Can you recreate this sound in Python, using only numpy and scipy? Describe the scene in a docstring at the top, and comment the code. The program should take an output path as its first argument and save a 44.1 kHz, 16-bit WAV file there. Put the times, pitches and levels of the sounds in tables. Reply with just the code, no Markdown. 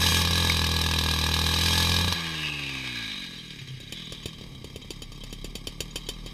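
"""Two-stroke disc cutter: cut, coast, idle.

A petrol saw cuts concrete flat out by a wooden fence, firing every second turn: the exhaust barks,
the intake drones, the steel disc sings. The throttle shuts; the engine coasts unfired, puffing and
rattling, as the saw is carried aside. Left on the lawn, it idles in sharp uneven pops over a breeze."""
import sys
import numpy as np
from scipy import signal
from scipy.fft import rfft, irfft, next_fast_len
from scipy.io import wavfile

SR = 44100
rng = np.random.default_rng(int(sys.argv[2]) if len(sys.argv) > 2 else 0)


def transcribe(signal):
    """Save signal, clipped to [-1, 1], as a 16-bit WAV file at the path in sys.argv[1]."""
    frames = np.atleast_2d(signal).T
    limited = np.clip(frames, -1, 1)
    pcm = np.round(limited * 32767).astype(np.int16)
    wavfile.write(sys.argv[1], SR, pcm)


N = 279153
T = np.arange(N) / SR
TAPS = 8192
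HZ = np.fft.rfftfreq(TAPS, 1 / SR)
FULL_SPEED_HZ, SHUT_S = 80, 2.14

# crank speed: t/s, f/Hz
CRANK_SPEED = [(0, 85.05), (.38, 86.12), (.62, 81.53), (.95, 80.8), (1.22, 78.37), (1.5, 81.18),
               (1.8, 85.6), (2.0, 86.32), (2.12, 89.21), (2.2, 83.73), (2.45, 75.81), (2.87, 63.84),
               (3.25, 44.81), (3.8, 30.4), (4.0, 40), (4.7, 34), (5.55, 34), (6.0, 39.5)]
# misfires at the rev limit: t/s
MISFIRES = [.111, .240, .297, 2.034, 2.067, 2.102, 2.113]
# idle firings: t/s, relative crack level/dB, relative thump level/dB
IDLE_FIRINGS = [(3.8013, -35, -45), (3.923, -24, -38), (4.122, -26, -33), (4.2571, -22, -28),
                (4.4107, -40, -37), (4.6434, -31, -32.5), (4.7592, -28.5, -31.5), (4.8456, -47, -40.5),
                (4.905, -23, -32), (5.02, -26.5, -32.5), (5.1188, -35, -44.5), (5.236, -29.5, -34),
                (5.327, -26, -31.5), (5.444, -24.5, -31.5), (5.5533, -21, -32.5), (5.6705, -20, -30),
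                (5.8045, -16, -28), (5.9572, -16.5, -32.5), (6.0877, -16.5, -31.5), (6.261, -29, -34.5)]
# disc's bite over a light cut; saw facing the listener (both weighted per part): t/s, level/dB
BITE = [(0, 9.5), (.12, 10), (.21, 8.5), (.25, 1.5), (.47, 5.5), (.62, 0), (1.35, 1.5), (1.75, 7.5),
        (2.1, 1)]
FACING = [(2.4, 1.5), (2.66, -3), (2.97, 4), (3.25, 1), (3.5, 0), (3.85, -0.5), (4.12, -1), (4.7, -1.5),
          (6.2, 0)]
# coasting fan whistle: t/s, f/Hz, level/dB
FAN_WHISTLE = [(2.15, 3210, -76), (2.33, 2854, -45), (2.45, 2710, -33), (2.6, 2690, -36.5),
               (2.75, 2448, -37), (2.95, 2390, -40.5), (3.15, 2376, -44), (3.4, 2210, -62)]
# disc rasps on the swing and set-down: peak t/s, rise/s, decay/s, f/Hz, width/Hz, level/dB
SWING_RASPS = [(2.98, .14, .38, 3870, 230, -38), (3.97, 0.057, .27, 3500, 520, -43)]
# body booms on the downswing: centre t/s, half length/s, level/dB
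BOOMS = [(3.629, 0.017, -38), (3.725, 0.039, -33)]
# crank harmonics: order, relative level/dB
INTAKE_ORDERS = [(1, 8), (2, 6), (3, -31), (4, -15.5), (5, -16), (6, -10.5), (7, -21)]
PUMP_ORDERS = [(3, -3), (4, 2.5), (5, -2), (6, -7), (7, -12.5), (8, -11.5), (9, -19), (10, -22.5),
               (11, -10), (12, -24), (13, -10), (14, -27), (15, -11.5)]
# exhaust spectra, flat out and idling: f/Hz, relative level/dB
EXHAUST_THUD = [(5, -19), (42, -4), (125, 2.5), (210, 0.5), (300, -6), (380, -17.5), (440, -7.5), (540, -8),
                (680, -19), (900, -13.5), (1300, -25), (2500, -40)]
EXHAUST_FRONT = [(300, -28.5), (680, -22.5), (830, 3.5), (1000, 5.5), (1230, 6), (1400, -19), (1950, -33),
                 (2400, 9.5), (3500, -5), (8000, -29)]
EXHAUST_BARK = [(300, -28), (680, -24), (850, -5.5), (1200, -7), (1400, -17), (1950, -42), (2400, 2.5),
                (3000, 1), (3900, 3), (4400, 0), (5200, 3), (6500, -9.5), (10000, -9.5), (12500, -9.5),
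                (15000, -25)]
IDLE_THUMP = [(5, -45), (30, -10), (70, 7.5), (150, 0), (300, -4), (430, 0), (570, -7), (750, -18.5),
              (1200, -30), (2500, -76)]
IDLE_CRACK = [(300, 11), (800, -1.5), (1150, -4.5), (1450, -11), (2200, -7), (3300, -30), (5000, -7.5),
              (7000, -15), (8200, -10.5), (11000, -7), (15000, -12)]
# machinery and air spectra: f/Hz, relative level/dB
RATTLE_HELD = [(1060, -30.5), (1800, -8.5), (2510, -1), (2830, -4), (3180, -0.5), (3500, -5.5), (3800, -1),
               (3970, -4), (4320, -14), (4710, -6), (5360, -16), (6500, -20.5), (8450, -42), (14300, -120)]
RATTLE_ON_LAWN = [(1400, -23.5), (1900, -4), (2700, -2), (3000, -2), (3150, 11.5), (3350, -1.5),
                  (3900, 1.5), (4300, -10), (4750, 1.5), (5300, -5), (7000, -37)]
HISS = [(3000, -49), (5000, 5), (6800, 4.5), (8500, -1.5), (10000, -2.5), (12500, -1.5), (14000, -10.5),
        (16000, -38)]
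CASING = [(200, -13), (450, -7), (680, -14.5), (880, -4.5), (1000, -6), (1170, 2.5), (1400, -21),
          (2600, -17.5), (5000, -47)]
SHUDDER = [(10, -53), (50, -8), (100, -9), (170, 0.5), (250, 3), (350, -2.5), (440, -4), (620, -22),
           (900, -32), (2000, -41)]
BREEZE = [(5, -35), (20, -10), (35, -5), (60, -8), (120, -10), (250, -14.5), (700, -31), (2000, -52)]
# resonances: f/Hz, half width/Hz, relative level/dB; the last casing mode is the ring of the gap by the fence
CASING_MODES = [(857, 96, -4), (1166, 120, -2.5), (1655, 53, 9)]
MUFFLER_MODES = [(1770, 49, -8), (2606, 180, 8), (3120, 81, 16.5), (3660, 170, 9.5), (4600, 140, 10.5),
                 (5590, 200, 2), (6990, 290, 6), (9650, 450, -3.5)]
DISC_MODES = [(872.4, 8.6, 1), (1706, 8.9, 3.5), (2430, 31, -2), (3244, 15, 7), (3700, 19, -6),
              (3740, 43, -8), (4015, 9.1, 8.5), (4790, 15, 5.5), (5530, 24, -1), (5550, 7.7, -18),
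              (6555, 23, -7), (8380, 19, -6.5), (12360, 260, -15)]
JINGLE_MODES = [(2590, 38, -6.5), (3150, 23, 7), (3330, 15, 3.5), (3700, 17, -3), (3840, 34, 5),
                (4610, 46, -5), (5630, 28, -6), (6760, 58, -6.5)]


def exhaust(turns, rested_db=4):
    """Each firing thuds, barks and rings the casing and the gap by the fence; the fuller charge after a misfire
    hits harder."""
    times = firings(turns)
    thud_spread, blow_spread, gust_spread = rng.standard_normal((len(times), 3)).T
    gap_turns = np.r_[2, np.diff(np.interp(times, T, turns))]
    charge_db = rested_db * np.log2(gap_turns / 2)
    bite_db = np.interp(times, T, curve(BITE))
    thud = colour(clicks(times - .0008, amp(-3 + 1.18 * thud_spread)), slope(EXHAUST_THUD))
    blows = clicks(times - .0004, amp(-34 + charge_db - .051 * bite_db + 1.8 * blow_spread))
    pressure = amp(24) * blows
    front = colour(pressure, slope(EXHAUST_FRONT))
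    ring = colour(pressure + burst(blows, .0009, .004) * noise(), peaks(CASING_MODES))
    gusts = clicks(times - .0006, amp(-28 + .25 * charge_db + .16 * bite_db + 2 * gust_spread))
    jet = amp(3.5) * burst(gusts, .00055, .0031) + amp(-1) * burst(gusts, .0028, .0076)
    bark = ringing(colour(jet * noise(), slope(EXHAUST_BARK)), db=-1.5, decay_s=.0022)
    upstrokes = np.roll(gusts, -round(.0054 * SR))  # piston scuffs just before firing
    scuff = colour(amp(-2.5) * burst(upstrokes, .0011, .0073) * noise(), slope(RATTLE_HELD))
    return thud + front + ring + bark + scuff


def intake(turns, lead_turns=.245, octave_db=15, starve_s=.094):
    """The open intake drones on every turn, louder with speed, and starves as the throttle shuts."""
    angle = 2 * np.pi * (turns + lead_turns)
    drone = sum(amp(db) * np.cos(round(order) * angle) for order, db in INTAKE_ORDERS)
    air = np.sqrt(np.clip((SHUT_S - T) / starve_s + .14, 0, 1))
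    return evened(drone) * amp(-29 + octave_db * octaves() + .5 * wander(17)) * air


def idle_pops():
    """Each lone firing: a pressure thump and a gas crack that rings the muffler. The fence echoes."""
    times, crack_db, thump_db = np.transpose(IDLE_FIRINGS)
    thump = colour(clicks(times + .00047, amp(thump_db + 22)), slope(IDLE_THUMP))
    blows = clicks(times, amp(crack_db))
    jet = amp(-3.5) * burst(blows, .0008, .0022) + amp(-10) * burst(blows, .0021, .012)
    front = amp(.5) * clicks(times + .00076, amp(crack_db))
    crack = colour(front + jet * noise(), slope(IDLE_CRACK) + peaks(MUFFLER_MODES))
    return echo(thump + crack, delay_s=.0095, db=-24)


def disc(turns, fade_db_per_s=45):
    """Rubbed by the cut and shaken by firings, the steel disc sings at its modes; fades once lifted."""
    shaken = .5 + burst(clicks(firings(turns), .68), .00049, .0055)
    level_db = -35 + curve(BITE) - fade_db_per_s * np.maximum(T - SHUT_S, 0)
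    return colour(shaken * noise(), peaks(DISC_MODES)) * amp(level_db)


def disc_rasp(turns, hz=3845, octave_db=14):
    """The spinning disc rasps, jolted by full-throttle firings and swelling as the saw is swung."""
    kicks = burst(clicks(firings(turns) - .001, .84), .0013, .0045)
    jolt = 1 + throttle() * (1.9 * kicks - .3)
    level_db = -46 + 11.5 * throttle() + .12 * curve(BITE) + octave_db * octaves()
    rasp = jolt * noise_band(hz, width_hz=220) * amp(level_db)
    for peak_s, rise_s, decay_s, swing_hz, width_hz, db in SWING_RASPS:
        swell = np.exp(-((T - peak_s) / np.where(T < peak_s, rise_s, decay_s)) ** 2)
        rasp += noise_band(swing_hz, width_hz) * amp(db) * swell
    return rasp


def machinery(turns, shut_slap=1.3, open_slap=.32, slap_turns=.19):
    """Piston slap, belt and fan: noise pulsing unevenly each turn, deepest off the throttle."""
    turn_index = np.floor(turns - turns.min() // 1).astype(int)
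    force = 2 * rng.random(N)[turn_index] * (shut_slap + (open_slap - shut_slap) * throttle())
    pulse = evened(1 + force * np.exp(-(turns % 1) / slap_turns)) * amp(wander(140))
    down = on_lawn()  # another side faces the listener
    rattle = np.sqrt(1 - down) * colour(pulse * noise(), slope(RATTLE_HELD))
    rattle += np.sqrt(down) * colour(pulse * noise(), slope(RATTLE_ON_LAWN))
    rattle *= part_gain(db=-35.5, octave_db=9.5, bite=.8, facing=.68, cut_db=-3.5, lawn_db=-5.5)
    hiss = ringing(colour(pulse * noise(), slope(HISS)), db=.5, decay_s=.0061)
    hiss *= part_gain(db=-49, octave_db=8.5, bite=1.28, facing=.51, cut_db=4, lawn_db=-2.5)
    casing = colour(pulse * noise(), slope(CASING))
    casing *= part_gain(db=-45.5, octave_db=15.5, bite=.3, facing=.51, cut_db=2.5, lawn_db=4.5)
    fence_ring = colour(pulse * noise(), peaks(CASING_MODES[-1:]))
    fence_ring *= part_gain(db=-46, octave_db=13.5, bite=.71, facing=2.2, cut_db=-3.5, lawn_db=-9.5)
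    return rattle_jolts() * ringing(rattle, db=-4, decay_s=.01) + hiss + casing + fence_ring


def pumping(turns, box_hz=275, box_width_hz=55, hum_cutout_hz=50):
    """Throttle shut: the piston puffs unburnt air; the muffler box lifts orders gliding past it."""
    crank_hz = speed_hz()
    angle = 2 * np.pi * (turns + .0022 * wander(50))
    lawn_rocking = ramp(4.81, .31) * amp(-43 + 2.2 * wander(2.2))
    fundamental = (amp(-43 + 11 * octaves()) + lawn_rocking) * np.cos(angle)
    hum_gain = np.clip((crank_hz - hum_cutout_hz) / 6, .15, 1)
    hum = amp(-36.5 + 15 * octaves()) * hum_gain * np.cos(2 * angle)
    slowness = np.clip((FULL_SPEED_HZ - crank_hz) / 30, 0, 1)
    upper = 0
    for order, db in PUMP_ORDERS:
        box_db = 4 * np.exp(-((order * crank_hz - box_hz) / box_width_hz) ** 2)
        dulling_db = 1.2 * slowness * max(order - 5, 0)
        gain = amp(db + box_db - dulling_db + .63 * wander(11))
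        upper += gain * np.cos(round(order) * angle - order ** 2 / 4)
    return (fundamental + hum + amp(-49.5) * upper) * (1 - throttle())


def shaking(turns, below_hz=55):
    """At low speed the saw shudders on its mounts each turn and loose parts jingle."""
    times = turn_times(turns)
    looseness = np.interp(times, T, np.clip((below_hz - speed_hz()) / 10, 0, 1))
    size, lag, hit = rng.random((len(times), 3)).T
    shudder = colour(clicks(times + .006 * lag, looseness * (.43 + size)), slope(SHUDDER))
    taps = clicks(times + .0123 * lag, looseness * hit ** 2)
    jingle = colour(burst(taps, .00017, .0015) * noise(), peaks(JINGLE_MODES))
    return amp(-24) * shudder + amp(-29) * jingle


def fan_whistle():
    """The coasting fan's breathy, falling whistle."""
    return noise_band(curve(FAN_WHISTLE), width_hz=190) * amp(curve(FAN_WHISTLE, column=2))


def body_booms(hz=131):
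    """Brief hollow tones from the saw's body as it is swung down."""
    swells = sum(amp(db) * np.exp(-((T - centre_s) / half_s) ** 2) for centre_s, half_s, db in BOOMS)
    return swells * amp(1.6 * wander(27)) * np.sin(2 * np.pi * hz * T)


def chip(at_s=.4995, hz=2250, db=-10, decay_s=.0026):
    """A concrete chip pings off the guard."""
    age_s = np.maximum(T - at_s, 0)
    return amp(db) * np.sin(2 * np.pi * hz * age_s) * np.exp(-age_s / decay_s)


def breeze():
    """Low, lumpy outdoor rumble, growing in the second half."""
    level_db = np.interp(T, [3, 4.3], [-58, -50])
    return colour(noise(), slope(BREEZE)) * amp(level_db + 1.8 * wander(6))


def speed_hz(sag_hz_per_s=31.4):
    """Crank rate; each idle firing kicks it up, friction slows it until the next."""
    fired_s = np.array(IDLE_FIRINGS)[:, 0]
    following = np.clip(np.searchsorted(fired_s, T), 1, len(fired_s) - 1)
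    middle_s = (fired_s[following - 1] + fired_s[following]) / 2
    idling = (T > fired_s[0]) & (T < fired_s[-1])
    return curve(CRANK_SPEED) + sag_hz_per_s * (middle_s - T) * idling


def crank_turns(start_turns=-.405, coast_end_s=3.58):
    """Crank angle, slipped so each idle firing falls on a whole turn."""
    turns = start_turns + np.cumsum(speed_hz()) / SR
    fired_s = np.array(IDLE_FIRINGS)[:, 0]
    slip = np.unwrap(np.r_[0, np.interp(fired_s, T, turns) % 1], period=1)
    return turns - np.interp(T, np.r_[coast_end_s, fired_s], slip)


def turn_times(turns):
    return T[1:][np.diff(np.floor(turns)) > 0]


def firings(turns):
    """Firing times at the rev limit: every second turn, later after a misfire."""
    fired_s, rested = [], True
    for at_s in turn_times(turns):
        misfire = np.abs(at_s - np.array(MISFIRES)).min() <= .006
        burns = rested and .01 < at_s < SHUT_S and not misfire
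        if burns:
            fired_s.append(at_s)
        rested = not burns
    return np.array(fired_s)


def octaves():
    """Crank rate in octaves above full speed."""
    return np.log2(np.maximum(speed_hz(), 1) / FULL_SPEED_HZ)


def throttle():
    """1 open, 0 shut."""
    return 1 - ramp(SHUT_S, .032)


def on_lawn():
    """0 held, 1 resting on the grass."""
    return ramp(4.21, .64)


def part_gain(db, octave_db, bite, facing, cut_db, lawn_db):
    """A moving part's gain: rises with speed, weights bite and facing, shifts in the cut and on grass."""
    load_db = throttle() * (cut_db + bite * curve(BITE))
    return amp(db + octave_db * octaves() + load_db + facing * curve(FACING) + lawn_db * on_lawn())


def rattle_jolts(jolt_db=3, decay_s=.065):
    """Rattle gain: jumps at each idle firing, wavers off the throttle."""
    hardest_db = np.array(IDLE_FIRINGS)[:, 1].max()
    jolts = sum(np.exp(-np.abs(T - at_s) / decay_s) * (T > at_s) * np.sqrt(amp(crack_db - hardest_db))
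                for at_s, crack_db, _ in IDLE_FIRINGS)
    return amp(jolt_db * jolts + 1.3 * wander(22) * (1 - throttle()))


def ringing(x, db, decay_s):
    """The metal shell adds dense, short-lived modes."""
    modes = rng.standard_normal(TAPS) * np.exp(-T[:TAPS] / decay_s)
    ring = signal.oaconvolve(x, modes / np.linalg.norm(modes))[:N]
    return (x + amp(db) * ring) / np.hypot(1, amp(db))


def amp(db):
    return 10 ** (np.asarray(db) / 20)


def evened(x):
    """Scaled to unit RMS."""
    return x / np.sqrt(np.mean(x ** 2) + 1e-20)


def ramp(centre_s, length_s):
    return np.clip((T - centre_s) / length_s + .5, 0, 1)


def curve(rows, column=1):
    """Table column, linear in time."""
    rows = np.array(rows)
    return np.interp(T, rows[:, 0], rows[:, column])


def noise():
    return rng.standard_normal(N)


def wander(below_hz):
    """Low-passed noise, unit RMS."""
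    size = next_fast_len(N, True)
    passband = np.fft.rfftfreq(size, 1 / SR) < below_hz
    return evened(irfft(rfft(rng.standard_normal(size)) * passband, size)[:N])


def noise_band(hz, width_hz):
    """Flickering noise, width_hz either side of a steady or gliding pitch."""
    angle = 2 * np.pi * np.cumsum(hz * np.ones(N)) / SR
    band = wander(width_hz) * np.cos(angle) + wander(width_hz) * np.sin(angle)
    return evened(band) * amp(wander(71))


def slope(points):
    """Spectrum gain, interpolated in log frequency."""
    hz, db = np.transpose(points)
    return amp(np.interp(np.log(HZ + 1), np.log(hz), db))


def peaks(modes):
    """Summed resonance gain."""
    return sum(amp(db) / (1 + ((HZ - hz) / width_hz) ** 2) for hz, width_hz, db in modes)


def colour(x, gain):
    """Minimum-phase filter, unit energy."""
    log_gain = np.log(np.maximum(gain / gain.max(), 1e-5))
    log_response = signal.hilbert(np.r_[log_gain, log_gain[-2:0:-1]]).conj()
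    ring = np.fft.ifft(np.exp(log_response)).real[:TAPS // 2]
    return signal.oaconvolve(x, ring / np.linalg.norm(ring))[:N]


def clicks(times_s, sizes):
    samples = np.clip(np.round(times_s * SR).astype(int), 0, N - 1)
    return np.bincount(samples, sizes * np.ones(len(times_s)), N)


def burst(impulses, rise_s, decay_s):
    """Rise-and-decay envelope after each impulse."""
    t = T[:TAPS]
    return signal.oaconvolve(impulses, (1 - np.exp(-t / rise_s)) * np.exp(-t / decay_s))[:N]


def echo(x, delay_s, db):
    return x + amp(db) * np.interp(T - delay_s, T, x, left=0)


def scene():
    """The saw from the lawn beside it, mono."""
    turns = crank_turns()
    engine = intake(turns) + exhaust(turns) + pumping(turns)
    engine += machinery(turns) + shaking(turns) + idle_pops()
    spinning = disc(turns) + disc_rasp(turns) + fan_whistle()
    return (engine + spinning + body_booms() + chip() + breeze())[None]


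def record(dry):
    """Low-pass at 15.5 kHz."""
    lowpass = signal.firwin(255, 15500, window=("kaiser", 9), fs=SR)
    return signal.oaconvolve(dry, lowpass[None], "same")


dry = scene()
out = record(dry)
transcribe(out)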